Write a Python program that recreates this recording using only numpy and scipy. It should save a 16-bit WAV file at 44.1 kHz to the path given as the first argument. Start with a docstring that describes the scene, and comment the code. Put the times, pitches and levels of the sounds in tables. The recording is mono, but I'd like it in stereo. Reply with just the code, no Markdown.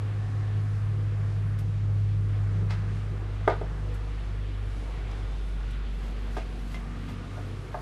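"""A small jar is handled and set on a wooden bench, then a cloth wipes a scale pan that knocks and clinks.
Each knock is a short push that sets fading tones ringing; scuffs and cloth are shaped noise.
Behind them a far-off rotating machine hums on multiples of its shaft rate, sagging in pitch and
lifting a little at the end, over a wash of room noise. A phone near the bench hears it through two ports."""
import sys
import numpy as np
from scipy import signal
from scipy.fft import rfft, irfft
from scipy.io import wavfile
from scipy.ndimage import uniform_filter1d

SR = 44100
rng = np.random.default_rng(int(sys.argv[2]) if len(sys.argv) > 2 else 0)


def waveform_to_disk(signal):
    """Save audio, clipped to [-1, 1], as 16-bit WAV at the path in sys.argv[1]."""
    frames = np.transpose(np.atleast_2d(signal))
    scaled = np.clip(frames, -1, 1) * 32767
    samples = np.round(scaled).astype(np.int16)
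    wavfile.write(sys.argv[1], SR, samples)


N = 344538
T = np.arange(N) / SR  # seconds

# Slow level changes of the room noise. Each row: time in seconds, then middle, presence and treble in dB.
WASH_LEVELS = [(0, 0.5, 2, 0), (.8, -0.5, -.5, -1), (2.1, -2, -1.5, -2.5), (2.7, 1.5, 0, -0.5),
               (3.9, 0.5, 2, -1), (4.5, -1, 2, -1.5), (5, 2, 4, 0.5), (5.5, -1.5, 2, 0), (6.1, 0, 2.5, 0),
               (7.5, 0, 3, 1), (7.81, 2, -1.5, -0.5)]
# Colour of the noise common to both ports. Each row: frequency in Hz, relative level in dB per Hz.
WASH_MID_COLOUR = [(100, -28), (170, -3), (193, -21), (235, -6.5), (287, -8.5), (485, -10.5), (561, -17.5),
                   (648, -15.5), (982, -19.5), (1110, -16.5), (1780, -20.5), (10700, -44), (12800, -55.5),
                   (16600, -79), (22000, -120)]
# Colour of the noise opposite on the ports. Each row: frequency in Hz, relative level in dB per Hz.
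WASH_SIDE_COLOUR = [(59, -43), (100, -28), (141, -38), (195, -4.5), (406, 0), (843, -8), (1550, -8.5),
                    (4280, -15), (9250, -23.5), (12800, -20.5), (16600, -47), (22000, -120)]
# Colour of the low rumble. Each row: frequency in Hz, relative level in dB per Hz.
RUMBLE_COLOUR = [(18, -20), (35, 1), (70, 3), (120, 4), (160, 3), (200, -4), (260, -35)]
# Faint narrow bands that come and go in the wash. Each row: start and end in seconds, centre in Hz,
# reach to either side in Hz, rms level in dB before it swells and flickers.
NARROW_BANDS = [(0, 0.8, 1110, 110, -60), (0, 0.75, 1750, 260, -59), (0, .8, 756, 140, -59.5),
                (1, 1.5, 640, 40, -60.5), (3.75, 4.2, 480, 40, -54), (4.75, 5.3, 2230, 300, -62),
                (5.2, 5.95, 1440, 70, -62), (4.85, 5.33, 750, 150, -59), (6.6, 7.85, 1215, 100, -61.5),
                (7, 7.54, 1440, 54, -61), (6, 6.8, 750, 48, -61.5), (5, 6.1, 3530, 300, -66.5),
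                (6.5, 7.75, 290, 60, -55)]
MID_DB, SIDE_DB, RUMBLE_DB = -46.5, -55.5, -44  # rms, mid and rumble before their level changes
RUMBLE_SHARE = 0.79  # the low end follows the middle's level changes by this share

# Turning speed of the machine. Each row: time in seconds, shaft rate in Hz.
SHAFT_RATE = [(0, 12.89), (.8, 12.88), (1.5, 12.78), (2.8, 12.67), (5, 12.42), (5.6, 12.21), (6.2, 12.15),
              (7, 12.19), (7.81, 12.33)]
# The two strong orders (multiples of the shaft rate), before flutter.
# Each row: time in seconds, rms level of order 4 in dB, rms level of order 8 in dB.
STRONG_ORDERS = [(0, -49, -29), (.25, -41, -29), (.6, -42, -27), (1.5, -38.5, -27.5), (2.1, -36, -25),
                 (2.7, -34.5, -27), (3.15, -34, -32.5), (3.75, -32, -36), (4.0, -31.5, -39.5),
                 (4.7, -31.5, -37), (4.95, -32, -45), (5.25, -31, -45), (5.5, -30.5, -55),
                 (5.9, -30.5, -55), (6.8, -33.5, -47.5), (7.25, -40, -40), (7.81, -40, -40.5)]
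# Weaker orders that swell and fade. Each row: order, the two arch times in seconds (either may come
# first), rms level at the top in dB before flutter.
SWELLING_ORDERS = [(11, 0, 3.3, -45.5), (12, 0.13, 4.8, -44.5), (13, 0.93, 3.26, -44.5),
                   (11, 6.5, 9.8, -48.5), (13, 6, 7.4, -51.5), (19, 5.5, 7.83, -51.5),
                   (15, 2.5, 3.2, -51.5), (15, 6, 7.5, -53), (22, 6.5, 7.6, -54), (12, 6, 5.4, -53.5)]
# Order 8 also arrives scattered, so it wavers when the direct part is weak.
SCATTER_DB, SCATTER_PER_S = -47.5, 11  # rough rms level, random levels per second

# Fading noise of the room: time to fall 60 dB, strength of the tail, side strength as a share of mid.
ROOM_T60_S, ROOM_DB, ROOM_WIDE = 0.18, -11, 0.11

# Wiping strokes. Each row: time of the turn in seconds, rms level there in dB before the grain.
CLOTH_STROKES = [(6.078, -61.5), (6.22, -65), (6.368, -59.5), (6.745, -57), (7.122, -61), (7.482, -62),
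                 (7.83, -59.5)]
STROKE_RISE_DB_PER_S, STROKE_FALL_DB_PER_S = 58, 200

# Short scuffs and ticks of fingers and jar. Each row: start in seconds, rms level in dB before shaping,
# rise in ms, time to fall 60 dB in ms, centre in Hz, level two octaves off the centre in dB.
SCUFFS = [(1.587, -48.5, 1, 130, 8700, 7), (2.694, -42, 9.6, 160, 1100, -12),
          (2.704, -40.5, 3.5, 230, 1230, -12.5), (7.085, -48, 3.5, 130, 1100, -11),
          (3.476, -45, 1.5, 88, 3000, -18), (3.496, -35.5, 4, 190, 1130, -18),
          (3.935, -58, 9.7, 120, 8000, -14), (5.11, -53, 2, 40, 5000, -39),
          (5.708, -57, 1.6, 41, 8660, -25), (6.366, -45, 0.85, 330, 2200, -22),
          (6.742, -45.5, 2.2, 110, 2400, -20)]

# Knocks on wood. Each row: start in seconds, peak level in dB, contact in ms (when the push is
# strongest), rattle in ms (time constant), ring scale (multiplies the ring times of the struck body).
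KNOCKS = [(3.476, -7, 0.15, 6.3, 0.55), (3.4975, -25, 0.069, 8, 0.45), (3.518, -24.5, 0.17, 9.4, 0.35),
          (3.531, -28.5, 0.13, 6, 0.37), (3.6124, -23.5, 0.38, 1.8, 0.53), (6.372, -28.5, 0.58, 2, 0.46)]
# The wiping hand bumps the scale. Each row: start in seconds, peak level in dB, contact in ms,
# rattle in ms, ring scale.
BUMPS = [(6.3662, -25, 0.072, 3, 0.6), (6.381, -32, 0.08, 6, .8), (6.393, -37, 0.16, 6, .7),
         (7.3685, -36, 0.33, 2, 0.67), (7.377, -33, 0.45, 2, .9), (7.7425, -22.5, 0.093, 3.4, 0.81),
         (7.749, -27, 0.23, 3, 0.42), (7.755, -36, 0.18, 3, .6), (7.772, -39, 0.15, 3, 0.65)]
# Metal clinks of the scale. Each row: start in seconds, peak level in dB, ring scale.
CLINKS = [(6.744, -31.5, 1.15), (7.0863, -40, .55)]
# Tones of the wooden bench. Each row: frequency in Hz, relative level in dB,
# time to fall 60 dB in seconds at ring scale 1.
BENCH_MODES = [(288, -8.5, 0.078), (436, 6, 0.069), (525, -1.5, 0.093), (622, 4, 0.065), (780, 5, 0.065),
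               (912, -0.5, 0.11), (980, -3, 0.1), (1212, -0.5, 0.12), (1430, 2, 0.093), (1560, -0.5, 0.09),
               (1730, -1, .06), (1970, -3, 0.08), (2160, -3, .08), (2320, -13, .07), (2645, -9, 0.06),
               (3060, -9, .06), (3360, -3, 0.059), (3780, -6, 0.08)]
# Tones of the scale's housing. Each row: frequency in Hz, relative level in dB,
# time to fall 60 dB in seconds at ring scale 1.
HOUSING_MODES = [(632, 2.5, 0.033), (735, 1, 0.047), (880, -3, 0.062), (1070, -3, 0.046),
                 (1235, -5.5, 0.067), (1603, -4.5, 0.064), (2050, -12, 0.052), (2500, -17, 0.046),
                 (3730, -17, .04)]
# Tones of the scale pan. Each row: frequency in Hz, relative level in dB,
# time to fall 60 dB in seconds at ring scale 1.
PAN_MODES = [(700, -3, .06), (1050, -2, .07), (1400, -8, .04), (1730, -8, .04), (2070, 1, .12),
             (3350, -6, .04)]
RATTLE_DB = -33  # grit of each knock, under its first blow
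TOP_HZ = 12950  # where the phone starts to cut the treble


def undb(db):
    """Turn decibels into gain."""
    return 10 ** (np.asarray(db) / 20)


def level(x, db):
    """Scale a sound to an rms level."""
    return x * undb(db) / np.sqrt(np.mean(x ** 2))


def walk(rate):
    """Random levels, each held for 1 / rate seconds, then smoothed twice; spread near 1."""
    hold = int(SR / rate)
    steps = np.repeat(rng.standard_normal(N // hold + 1), hold)
    smooth = uniform_filter1d(uniform_filter1d(steps, hold), hold)
    return 1.3 * smooth[:N]


def arch(start, end):
    """Gain that swells from silence to 1 and back."""
    progress = np.clip((T - start) / (end - start), 0, 1)
    return np.sqrt(np.sin(np.pi * progress).clip(0))


def coloured(points, size=N):
    """Spectrum of noise shaped by (Hz, dB) points, with its frequencies."""
    hz = np.fft.rfftfreq(size, 1 / SR)
    f, db = np.transpose(points)
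    gain = undb(np.interp(np.log(hz + 1), np.log(f), db, left=-120, right=-120))
    return rfft(rng.standard_normal(size)) * gain, hz


def coloured_noise(points, size=N):
    """Noise whose loudness at each pitch follows (Hz, dB) points."""
    return irfft(coloured(points, size)[0], size)


def add(out, s, x):
    """Lay a sound in at a time in seconds."""
    i = int(s * SR)
    out[i:i + len(x)] += x[:N - i]


def wash(flicker_db=1.2):
    """Room noise in octave bands that flicker separately, plus a steady hiss opposite on the two ports."""
    s, middle_db, presence_db, treble_db = np.transpose(WASH_LEVELS)
    low_db = RUMBLE_SHARE * middle_db
    spectrum, hz = coloured(WASH_MID_COLOUR)
    spectrum = spectrum * undb(MID_DB) / irfft(spectrum, N).std()

    rumble = level(coloured_noise(RUMBLE_COLOUR), RUMBLE_DB)
    mid = rumble * undb(np.interp(T, s, low_db) + 1.1 * walk(3.6))

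    for centre in 100 * 2. ** np.arange(8):
        # neighbouring bands overlap so that their gains add up to one
        octaves_off = np.clip(np.log2((hz + 1) / centre), -1, 1)
        window = np.cos(np.pi / 2 * octaves_off) ** 2
        if centre < 500:
            db = low_db
        elif centre < 2000:
            db = middle_db
        elif centre < 4000:
            db = presence_db
        else:
            db = treble_db
        mid += irfft(spectrum * window, N) * undb(np.interp(T, s, db) + flicker_db * walk(13))

    for start, end, f, reach, db in NARROW_BANDS:
        narrow = coloured_noise([(f - reach, -20), (f, 0), (f + reach, -20)])
        mid += level(narrow, db) * arch(start, end) * undb(1.7 * walk(9.9))
    side = level(coloured_noise(WASH_SIDE_COLOUR), SIDE_DB)
    return np.array([mid, side])


def hum(flutter_db=.07, wander=.025, fade_db=3):
    """Orders of one shaft; on the long way each flutters in level and phase, the higher ones more."""
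    s, fourth_db, eighth_db = np.transpose(STRONG_ORDERS)
    turn = 2 * np.pi * np.cumsum(np.interp(T, *np.transpose(SHAFT_RATE))) / SR  # shaft angle in radians
    gains = [(4, undb(np.interp(T, s, fourth_db))), (8, undb(np.interp(T, s, eighth_db)))]
    for order, start, end, db in SWELLING_ORDERS:
        gains.append((round(order), undb(db) * arch(start, end)))

    scattered = walk(SCATTER_PER_S) * np.sin(8 * turn) + walk(SCATTER_PER_S) * np.cos(8 * turn)
    out = undb(SCATTER_DB) * scattered
    for order, gain in gains:
        shake = order * wander * walk(5.2) + 2 * np.pi * rng.random()
        # orders above 8 also fade slowly
        flutter = undb(order * flutter_db * walk(20) + (order > 8) * fade_db * walk(4))
        out = out + np.sqrt(2) * gain * flutter * np.sin(order * turn + shake)
    return out


def room(x):
    """Echoes as fading noise tails for mid and side, with the treble softened."""
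    t = T[:SR // 2]
    fade = 1000. ** (-t / ROOM_T60_S)
    onset = np.minimum(t / 0.0025, 1)
    tail = rng.standard_normal((2, len(t))) * fade * onset
    tail = signal.sosfilt(signal.butter(1, 2500, fs=SR, output="sos"), tail)
    tail *= undb(ROOM_DB) / np.sqrt(np.sum(tail[0] ** 2)) * np.array([[1], [ROOM_WIDE]])
    return signal.fftconvolve(x[None], tail, axes=1)[:, :N]


def cloth(grain_db=2.0, wide=0.75):
    """Fibres slipping over the pan: grainy hiss that builds through each stroke and drops at the turn."""
    strokes = []
    for s, top_db in CLOTH_STROKES:
        drop_db = np.where(T < s, STROKE_RISE_DB_PER_S * (s - T), STROKE_FALL_DB_PER_S * (T - s))
        strokes.append(top_db - drop_db)
    gain = undb(np.max(strokes, axis=0) + grain_db * walk(150))
    colour = [(1500, 3), (4000, 3.5), (9000, -6.0), (13000, -6.0)]  # Hz, relative dB
    # separate hisses for mid and side
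    return np.array([level(coloured_noise(colour), 0) * gain * share for share in (1, wide)])


def scuffs():
    """Fingers and jar rubbing: brief gritty noise around a centre frequency."""
    out, t = np.zeros(N), T[:SR // 4]
    t_ms = 1000 * t
    for s, db, rise_ms, t60_ms, hz, skirt_db in SCUFFS:
        colour = [(hz / 8, 2 * skirt_db), (hz / 4, skirt_db), (hz, 0),
                  (hz * 4, skirt_db), (hz * 16, 4 * skirt_db)]
        grit = coloured_noise(colour, size=len(t))
        rise = np.minimum(t_ms / rise_ms, 1)
        fall = 1000. ** (-np.maximum(t_ms - rise_ms, 0) / t60_ms)
        add(out, s, level(grit, db) * rise * fall)
    return out


def ring(modes, stretch=1):
    """Fading tones of a struck body, neighbouring ones pushed in opposite directions."""
    t = T[:SR // 2]
    out = np.zeros(len(t))
    for k, (f, db, t60) in enumerate(modes):
        fade = 1000. 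** (-t / (t60 * stretch))
        out += (-1) ** k * undb(db) * np.sin(2 * np.pi * f * t) * fade
    return out


def add_peak(out, s, x, db):
    """Lay a sound in at a time, scaled to a peak level."""
    add(out, s, x * undb(db) / np.abs(x).max())


def knocks():
    """A blow and brief rattle ring bench or scale; a longer push sounds duller. Clinks ring the pan."""
    out, t = np.zeros(N), T[:SR // 20]
    blows = [(BENCH_MODES, *knock) for knock in KNOCKS] + [(HOUSING_MODES, *bump) for bump in BUMPS]
    for body, s, db, contact_ms, rattle_ms, stretch in blows:
        push = t * np.exp(-1000 * t / contact_ms)
        rattle = undb(RATTLE_DB) * rng.standard_normal(len(t)) * np.exp(-1000 * t / rattle_ms)
        rattle[0] = 1  # the first blow
        x = signal.fftconvolve(ring(body, stretch), np.convolve(rattle, push))
        add_peak(out, s, x, db)
    for s, db, stretch in CLINKS:
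        add_peak(out, s, ring(PAN_MODES, stretch), db)
    return out


def scene():
    """Add up the mid and side of all sources, then turn them into left and right."""
    near = knocks() + scuffs()
    mid, side = wash() + cloth() + room(near)
    mid = mid + hum() + near
    # the two ports hear near treble a little apart in time
    side = side + .9 * np.gradient(near)
    return np.array([mid + side, mid - side])


def record(dry):
    """The phone cuts the top with a steep low-pass filter."""
    return signal.sosfilt(signal.ellip(8, .2, 70, TOP_HZ, fs=SR, output="sos"), dry)


dry = scene()
out = record(dry)
waveform_to_disk(out)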